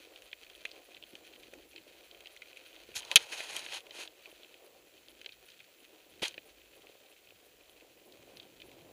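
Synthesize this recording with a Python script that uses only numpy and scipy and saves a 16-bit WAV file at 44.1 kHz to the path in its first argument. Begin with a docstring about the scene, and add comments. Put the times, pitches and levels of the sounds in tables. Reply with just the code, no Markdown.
"""Tyre rumble and gravel crackle of a mountain bike on a trail, heard inside a small camera's sealed plastic case.
Impulse grains drive the case modes: low ones for tyres, middle and high ones for gravel.
Rubbing drives the modes with dense slips; sharp and dull knocks, grit and one rebounding blow strike them.
Low pulses push the case; wind adds band noise below.
The camera's circuits hiss, whine from 7 to 15 kHz and fizz in short bursts."""
import sys
import numpy as np
from scipy import signal
from scipy.fft import rfft, irfft, next_fast_len
from scipy.io import wavfile
from scipy.ndimage import map_coordinates

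SR = 44100
rng = np.random.default_rng(int(sys.argv[2]) if len(sys.argv) > 2 else 0)


def bounce(signal):
    """Save signal as a 16-bit WAV file at the path given by the first command-line argument."""
    frames = np.transpose(np.atleast_2d(signal))
    limited = np.clip(frames, -1, 1)
    pcm = np.round(limited * 32767).astype(np.int16)
    wavfile.write(sys.argv[1], SR, pcm)


def natural_amplitude(level_db):
    """Convert a level in decibels to a linear amplitude factor, elementwise."""
    exponent = np.asarray(level_db, float) / 20
    return 10 ** exponent


N = 393372


def unit(x):
    """Scaled to rms 1."""
    return x / np.sqrt(np.mean(x ** 2) + 1e-20)


def peak(x):
    """Scaled to peak 1."""
    return x / np.abs(x).max()


def curves(rows):
    """One value per sample for each column after the time."""
    time_s, *columns = np.transpose(rows)
    return [np.interp(np.arange(N) / SR, time_s, column) for column in columns]


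def wobble(knots_per_s):
    """Smooth random curve."""
    return map_coordinates(rng.standard_normal(int(N * knots_per_s / SR) + 4), [np.arange(N) * knots_per_s / SR])


def filtered(x, response):
    """x times a complex response of frequency."""
    size = next_fast_len(x.shape[-1] + 4096)
    spectrum = rfft(x, size) * response(np.fft.rfftfreq(size, 1 / SR))
    return irfft(spectrum, size)[..., :x.shape[-1]]


def noise(colour):
    """Gaussian noise of rms 1, coloured by log-frequency interpolation."""
    f, db = np.transpose(colour)

    def response(hz):
        return natural_amplitude(np.interp(np.log(hz + 1), np.log(f), db, -120, -120))
    return unit(filtered(rng.standard_normal(N), response))


def grains(rate_hz, spread_db):
    """Random impulses of rms 1: many small, a few large."""
    struck = rng.random(N) < rate_hz / SR
    size_db = spread_db * np.minimum(rng.exponential(size=N), 5)
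    return unit(struck * rng.choice([-1, 1], N) * natural_amplitude(size_db))


# mode ranges (from [Hz], to [Hz])
BASS, MID, TREBLE = (0, 1200), (1200, 5200), (5200, 20000)
LOWEST, ABOVE_LOWEST = (0, 400), (400, 1200)
# modes of the case: (centre [Hz], width [Hz], gain [dB])
CASE_MODES = [(325.5, 90, -4), (540.3, 200, -4.5), (794.3, 120, -8.5), (960, 200, -16), (1230, 280, -14),
              (1481.5, 580, -8.5), (2047, 330, -7.5), (2500, 250, -3.5), (3164, 310, -3.5), (3750, 630, -5),
              (4380, 1000, -7), (5350, 880, -13), (5530, 670, -10.5), (6527, 500, -12.5), (8420, 600, -17),
              (9030, 700, -16), (10780, 910, -17.5), (12370, 860, -21), (13000, 2500, -28)]


def case(x, lo_hz, hi_hz, extra_db=0):
    """x rings the case modes between lo and hi: parallel resonances of alternating sign."""
    centre_hz, width_hz, db = np.transpose(CASE_MODES)
    sign = (-1.) ** np.arange(len(centre_hz))
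    gain = sign * natural_amplitude(db + extra_db) * (centre_hz >= lo_hz) * (centre_hz < hi_hz)

    def response(hz):
        return sum(g * 1j * hz * w / (c * c - hz * hz + 1j * hz * w)
                   for c, w, g in zip(centre_hz, width_hz, gain) if g)
    return filtered(x, response)


def tilt(hz, db_per_octave):
    """dB for each mode by its distance from hz."""
    return db_per_octave * np.abs(np.log2(np.transpose(CASE_MODES)[0] / hz))


# rolling: (time [s], tyre rumble [dB], relative gain of the lowest mode in the rumble [dB], gravel crackle [dB])
ROLLING = [(0, -62.5, -1.5, -62), (0.3, -65, -1.5, -63), (0.68, -63, -1, -59.5), (1.2, -64.5, 2.5, -65),
           (1.48, -62.5, 3, -63), (1.72, -64.5, 4, -64.5), (1.95, -63.5, -1.5, -63),
           (2.45, -65.5, -1.5, -61.5), (2.8, -62.5, -1.5, -60.5), (4.1, -60, -1.5, -64),
           (4.4, -65, -0.1, -62.5), (4.75, -66, 0.7, -70.5), (5.3, -66, 0.1, -64), (5.62, -68.5, -2, -65.5),
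           (6, -66, 3, -67), (6.19, -64.5, 1.5, -63.5), (6.5, -66, 0.4, -66), (7.73, -65.5, -0.15, -69),
           (8.11, -62, 2.5, -68), (8.36, -62.5, 0.1, -64.5), (8.65, -62, 1.5, -66),
           (8.92, -59.5, 1.5, -66.5)]


def tyres():
    """Tyre knobs drum the low modes: dense grains, unsteady in level."""
    tyre_db, lowest_db, _ = curves(ROLLING)
    knobs = grains(2000, spread_db=2.5)
    rumble = 0
    for gain_db, band in ((lowest_db, LOWEST), (0, ABOVE_LOWEST)):
        rumble = rumble + natural_amplitude(gain_db + 0.91 * wobble(6)) * case(knobs, *band, tilt(450, -1.6))
    flutter = natural_amplitude(1.5 * wobble(21) + 2.0 * wobble(45))
    return natural_amplitude(tyre_db) * unit(flutter * rumble)


def gravel():
    """Stones crackle: sparser grains ring the middle modes, and the high ones more weakly."""
    gravel_db = curves(ROLLING)[-1]
    stones = natural_amplitude(0.9 * wobble(24) + 2.2 * wobble(45)) * grains(900, spread_db=2.5)
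    mid = case(stones, *MID, tilt(2600, -4.5))
    treble = case(stones, *TREBLE)
    return natural_amplitude(gravel_db) * unit(mid + natural_amplitude(-5.5) * treble)


# strokes rubbing the case, one list each: (time [s], level of the middle modes [dB])
RUB_STROKES = [
    [(2.946, -63), (2.957, -43), (2.975, -41), (2.996, -42.5), (3.002, -50)],
    [(3.002, -61.5), (3.105, -53.5), (3.12, -40.5), (3.15, -59)],
    [(3.18, -46.5), (3.228, -45), (3.252, -58), (3.27, -53)],
    [(3.27, -57), (3.312, -52), (3.325, -40.5), (3.35, -46.5), (3.384, -43), (3.47, -48), (3.57, -42.5),
     (3.64, -50.5), (3.67, -55)],
    [(3.67, -50), (3.706, -47.5), (3.748, -38), (3.78, -47), (3.8, -59)],
    [(3.92, -58), (4.005, -43.5), (4.035, -46.5), (4.045, -55.5), (4.065, -57)],
    [(6.219, -45), (6.223, -32.5), (6.236, -27.5), (6.242, -33), (6.253, -35.5), (6.265, -41),
     (6.33, -66.5)],
]
# place of each stroke: (favoured pitch [Hz], fall away from it [dB/octave], favoured bass pitch [Hz],
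# treble over middle modes [dB], bass over middle modes [dB])
STROKE_PLACES = [(4260, -2, 1500, -1.1, -17), (2980, -2, 1300, -10.5, -1.5), (2500, -3.5, 1000, -8, -8),
                 (2300, -3.5, 1500, -7, -9.5), (2800, -4.5, 1300, -10, -11.5),
                 (2600, -3.5, 1200, -7.5, -11.5), (2870, -7, 1100, -11.5, -15)]


def rubs():
    """Dense slip grains drive the whole case while each stroke lasts."""
    # each range of modes feels its own slips
    slips = natural_amplitude(1.5 * wobble(74)) * np.array([grains(3000, spread_db=2.5) for _ in range(3)])
    out, t = np.zeros(N), np.arange(N) / SR
    for rows, (hz, fall_db, bass_hz, treble_db, bass_db) in zip(RUB_STROKES, STROKE_PLACES):
        start_s, end_s = rows[0][0], rows[-1][0]
        part = slice(round(start_s * SR) - 400, round(end_s * SR) + 400)
        level_db = curves(rows)[0][part]
        mid = unit(case(slips[0, part], *MID, tilt(hz, fall_db)))
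        treble = unit(case(slips[1, part], *TREBLE, tilt(6000, -4.5)))
        bass = unit(case(slips[2, part], *BASS, tilt(bass_hz, -16.0)))
        inside_s = np.minimum(t[part] - start_s, end_s - t[part])
        touch = np.clip(inside_s / .003 + .5, 0, 1)  # strokes that meet cross-fade
        out[part] += touch * natural_amplitude(level_db) * (mid + natural_amplitude(treble_db) * treble + natural_amplitude(bass_db) * bass)
    return out


def strike(hz, bass_db, treble_db, t60_s, focus=1.1, fall_db=-12.5):
    """A sharp contact and dying rattle; modes near hz dominate, focus = woken width over pitch."""
    t = np.arange(SR // 10) / SR
    push = natural_amplitude(-15 - 60 * t / t60_s) * rng.standard_normal(len(t))
    push[0] += 1.5
    place_db = tilt(hz, fall_db) + rng.normal(0, 0.53, len(CASE_MODES))
    bass = peak(case(push, *BASS, .3 * place_db))
    mid = peak(case(push, *MID, place_db))
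    treble = peak(case(push, *TREBLE, .3 * place_db))
    width_hz = focus * hz
    mid = peak(filtered(mid, lambda f: 1j * f * width_hz / (hz * hz - f * f + 1j * f * width_hz)))
    return mid + natural_amplitude(bass_db) * bass + natural_amplitude(treble_db) * treble


def placed(hits):
    """Sums (start [sample], sound) pairs."""
    out = np.zeros(N + SR)
    for at, sound in hits:
        out[at:at + len(sound)] += sound
    return out[:N]


KNOCK_T60_S = 0.021
# clear knocks: (time [s], peak of the middle modes [dB], favoured pitch [Hz], treble over that peak [dB])
CASE_KNOCKS = [(0.16, -37, 3130, -32), (0.221, -43, 2540, -5), (0.3293, -31, 2520, -33),
               (0.499, -41.5, 2670, -9), (0.5508, -40.5, 3220, -15), (0.6525, -24.5, 2340, -14),
               (0.6617, -36.5, 2510, -22), (0.7147, -37.5, 4100, -29), (0.9472, -37.5, 3260, -31),
               (0.9672, -39.5, 2590, -30), (0.9747, -46, 2610, -17), (1.0257, -36, 2770, -32),
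               (1.037, -38, 2900, -32), (1.153, -35.5, 2860, -14), (1.268, -47, 2690, -5),
               (1.336, -42, 2710, -27), (1.36, -43, 2940, -22), (1.4328, -41.5, 2710, -13),
               (1.5366, -38.5, 2030, -10), (1.732, -45, 2590, -27), (1.761, -36, 3040, -33),
               (1.7787, -40, 2470, -25), (2.1122, -39, 3730, -24), (2.206, -42, 2600, -8),
               (2.2578, -37.5, 2650, -26), (2.271, -36, 3150, -19), (2.364, -42, 2010, -6),
               (2.4195, -36.5, 2330, -15), (2.5298, -41.5, 2560, -24), (2.562, -45, 2480, -27),
               (2.571, -35.5, 2500, -14), (2.662, -42, 2650, -24), (2.7628, -39.5, 2800, -20),
               (2.9162, -44, 2700, -24), (2.9418, -40, 2500, -16), (2.9552, -34, 2940, -11),
               (2.9606, -34, 5070, -8), (3.0049, -34, 3170, -10), (3.021, -37, 3180, -14),
               (3.0306, -39, 2480, -18), (3.0498, -37.5, 3980, -5), (3.1143, -17, 2800, -12),
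               (3.3295, -30.5, 2300, -22), (3.3825, -39, 2510, -23), (3.405, -25, 2070, -31),
               (3.5649, -25, 2900, -1.5), (3.593, -33, 4500, -2), (3.626, -37, 2380, -17),
               (3.663, -28.5, 2470, -25), (3.805, -40.5, 3110, -8), (3.8666, -41, 2500, -13.5),
               (3.908, -37, 3230, -24), (4.0756, -35.5, 3300, -19), (4.257, -37, 2790, -26),
               (4.4325, -41, 3060, -21), (4.446, -41, 2530, -28), (4.5418, -39.5, 2800, -15),
               (5.0838, -42, 3600, -14), (5.214, -38.5, 2500, -11), (5.245, -40, 2580, -26),
               (5.2609, -29, 2780, -39), (5.291, -39, 2680, -33), (5.3217, -42, 3950, -37),
               (5.5019, -45, 4050, -12.5), (5.5189, -46, 3300, -17), (5.603, -42.5, 2500, -29),
               (6.2812, -32.5, 4400, 3), (6.3094, -42, 3240, -25), (6.342, -36.5, 2560, -24),
               (6.3784, -33, 2320, -39), (6.8692, -43.5, 2630, -26), (7.306, -43, 2590, -25),
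               (7.6955, -46.5, 3190, -13.5), (7.8084, -49, 2500, -22.5), (8.1227, -45, 4060, -19.5),
               (8.226, -48, 2380, -14), (8.3706, -39.5, 4060, -20), (8.3988, -36.5, 3220, -37),
               (8.6008, -46, 2870, -21), (8.618, -38, 2900, -26), (8.7151, -45, 2580, -9.5)]


def knocks():
    """Stones and buckles tap the case: sharp strikes."""
    return placed((round(s * SR), natural_amplitude(db) * strike(hz, -20.5, treble_db, KNOCK_T60_S))
                  for s, db, hz, treble_db in CASE_KNOCKS)


TAP_COUNT, TAP_OVER_GRAVEL_DB, TAP_SCATTER_DB = 70, 15.5, 5  # scatter is plus or minus
# rings that grit wakes most: [Hz]
GRIT_HZ = [2540, 3200]


def grit():
    """Flying grit taps at random moments, its level following the gravel."""
    gravel_db = curves(ROLLING)[-1]
    taps = []
    for when, which, size in rng.random((TAP_COUNT, 3)):
        at = int(when * N)
        db = gravel_db[at] + TAP_OVER_GRAVEL_DB + TAP_SCATTER_DB * (2 * size - 1)
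        hz = GRIT_HZ[int(which > .6)]
        taps.append((at, natural_amplitude(db) * strike(hz, bass_db=-16.5, treble_db=-21.5, t60_s=KNOCK_T60_S)))
    return placed(taps)


BLOW_S, BLOW_DB, BLOW_TREBLE_DB = 3.158, 2.5, -3
FIRST_FLIGHT_S, FLIGHT_RATIO, REBOUND_LOSS_DB, REBOUND_TREBLE_DB = .0043, .85, 4.5, -10


def blow():
    """One hard blow chatters: seven rebounds, each flight shorter and each strike weaker."""
    strikes = []
    for k in range(8):
        flown_s = FIRST_FLIGHT_S * (1 - FLIGHT_RATIO ** k) / (1 - FLIGHT_RATIO)
        treble_db = REBOUND_TREBLE_DB if k else BLOW_TREBLE_DB
        hit = strike(3240, bass_db=-42, treble_db=treble_db, t60_s=0.016, focus=3.5, fall_db=-7.5)
        strikes.append((round((BLOW_S + flown_s) * SR), natural_amplitude(BLOW_DB - k * REBOUND_LOSS_DB) * hit))
    return placed(strikes)


# dull low knocks of the case, some the body of a knock, the blow or a rub:
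# (time [s], peak [dB], favoured pitch [Hz])
LOW_KNOCKS = [(0.072, -48.5, 474), (0.58, -53, 554), (0.65, -47, 630), (1.135, -45, 318),
              (1.534, -42.5, 493), (1.739, -52.5, 503), (1.869, -48, 484), (2.539, -52, 490),
              (2.889, -46.5, 430), (3.106, -56, 686), (3.1145, -39.5, 884), (3.1563, -32.5, 900),
              (3.1665, -31.5, 800), (3.173, -37, 800), (3.327, -49, 875), (3.403, -37, 891),
              (3.73, -43, 754), (3.988, -45.5, 440), (4.327, -47, 544), (4.87, -57, 920),
              (6.229, -28.5, 500), (6.379, -40.5, 557), (6.462, -51, 497), (6.896, -47.5, 493),
              (6.953, -49, 563), (7.322, -51, 635), (8.684, -46, 391.3)]


def low_knocks():
    """A soft contact pulse rings only the low modes of the case."""
    t = np.arange(SR // 10) / SR
    soft = t * np.exp(-t / 0.00047)
    return placed((round(s * SR), natural_amplitude(db) * peak(case(soft, *BASS, tilt(hz, -14.5))))
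                  for s, db, hz in LOW_KNOCKS)


# low pushes: (time [s], envelope peak [dB], envelope rise [s])
LOW_PUSHES = [(2.965, -54, 0.0032), (6.221, -36, 0.0013), (6.233, -47, 0.00087)]


def thuds():
    """A soft push moves the whole case: one low pulse."""
    t, out = np.arange(N) / SR, np.zeros(N)
    for start_s, db, rise_s in LOW_PUSHES:
        v = np.clip((t - start_s) / rise_s, 0, 40)
        envelope = np.e * v * np.exp(-v)
        out += natural_amplitude(db) * envelope * np.cos(1.5 * v)
    return out


# wind: (time [s], shake level [dB], buffet level [dB])
WIND_GUSTS = [(0, -79, -85), (1, -84.5, -79.5), (1.6, -78, -80), (2.2, -81, -82), (2.75, -84, -83),
              (2.92, -77, -75), (4.1, -86.5, -83.5), (4.7, -88, -85.5), (5.13, -79.5, -83.5),
              (5.6, -91.5, -82), (6, -87, -82.5), (6.19, -78.5, -73.5), (6.4, -85, -81.5), (6.55, -76, -78),
              (7.1, -90, -82), (7.7, -80, -81), (7.93, -83, -82.5), (8.11, -83.5, -74.5), (8.6, -78.5, -69),
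              (8.92, -75, -63.5)]
# relative spectra: (frequency [Hz], density [dB])
SHAKE_COLOUR = [(15, -29), (30, -6), (55, 0.5), (80, -5.5), (130, -29.5)]
BUFFET_COLOUR = [(50, -31), (90, -1), (170, -2.5), (280, -3.5), (400, -29.5)]


def wind():
    """Wind shakes and buffets: two low noise bands of fluctuating level."""
    shake_db, buffet_db = curves(WIND_GUSTS)
    shake = unit(natural_amplitude(1.5 * wobble(6.6)) * noise(SHAKE_COLOUR))
    buffet = unit(natural_amplitude(2.7 * wobble(11) + 1.7 * wobble(33)) * noise(BUFFET_COLOUR))
    return natural_amplitude(shake_db) * shake + natural_amplitude(buffet_db) * buffet


HISS_DB, FIZZ_DB, FIZZ_LENGTH_S, FIZZ_RAMP_S = -68, -68.5, 0.026, 0.0017
# whine lines: (frequency [Hz], nominal rms [dB])
WHINE_LINES = [(7273, -85.5), (7494, -94), (11267, -84.5), (14863, -87.5), (14923, -83), (14987, -77),
               (15046, -80.5), (15106, -93.5)]
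# fizz bursts: start [s]
FIZZ_STARTS = [0.2364, 0.5452, 0.8405, 1.0879, 1.3857, 1.6851, 2.0428, 2.3151, 2.6594, 4.2976, 4.6425,
               5.0918, 5.45, 5.7917, 6.0926, 6.4527, 6.7496, 7.093, 7.448, 7.6936, 8.0506, 8.356, 8.6512]
# relative spectra: (frequency [Hz], density [dB])
HISS_COLOUR = [(500, -30.5), (800, -15), (1300, -9.5), (2600, -3.5), (5400, -11), (7300, -9), (9900, -15.5),
               (11400, -8.5), (13000, -15), (14000, -27), (14900, -10.5), (15300, -13), (15500, -49)]
FIZZ_SPECTRUM = [(7500, -31), (9000, 4), (10100, -20), (10500, 7), (11500, 1), (13000, -4), (15000, -18),
                 (16000, -40)]


def circuits():
    """Circuit noise: steady hiss, thin wavering sine lines and gated bursts of treble noise."""
    t = np.arange(N) / SR
    whine, gate = np.zeros(N), np.zeros(N)
    for hz, db in WHINE_LINES:
        sine = np.sin(2 * np.pi * (hz * t + rng.random()))
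        whine += np.sqrt(2) * natural_amplitude(db + 1.7 * wobble(12)) * sine
    for start_s in FIZZ_STARTS:
        inside_s = np.minimum(t - start_s, start_s + FIZZ_LENGTH_S - t)
        gate += np.clip(inside_s / FIZZ_RAMP_S, 0, 1)
    fizz = natural_amplitude(FIZZ_DB) * gate * noise(FIZZ_SPECTRUM)
    return natural_amplitude(HISS_DB) * noise(HISS_COLOUR) + whine + fizz


def scene():
    """Everything arrives at one microphone inside the case."""
    contacts = rubs() + knocks() + grit() + blow() + low_knocks() + thuds()
    return (tyres() + gravel() + contacts + wind() + circuits())[None]


def top_cut(x):
    """Nothing passes above the cut-off."""
    return signal.sosfilt(signal.butter(12, 16470, fs=SR, output="sos"), x)


def record(dry):
    """The input stage flattens peaks near 0.68 of full scale and shelves off the top."""
    clipped = dry / (1 + np.abs(dry / .68) ** 8) ** (1 / 8)
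    shelved = filtered(clipped, lambda hz: natural_amplitude(np.interp(hz, [15250, 15600], [0, -18])))
    return top_cut(shelved)


dry = scene()
out = record(dry)
bounce(out)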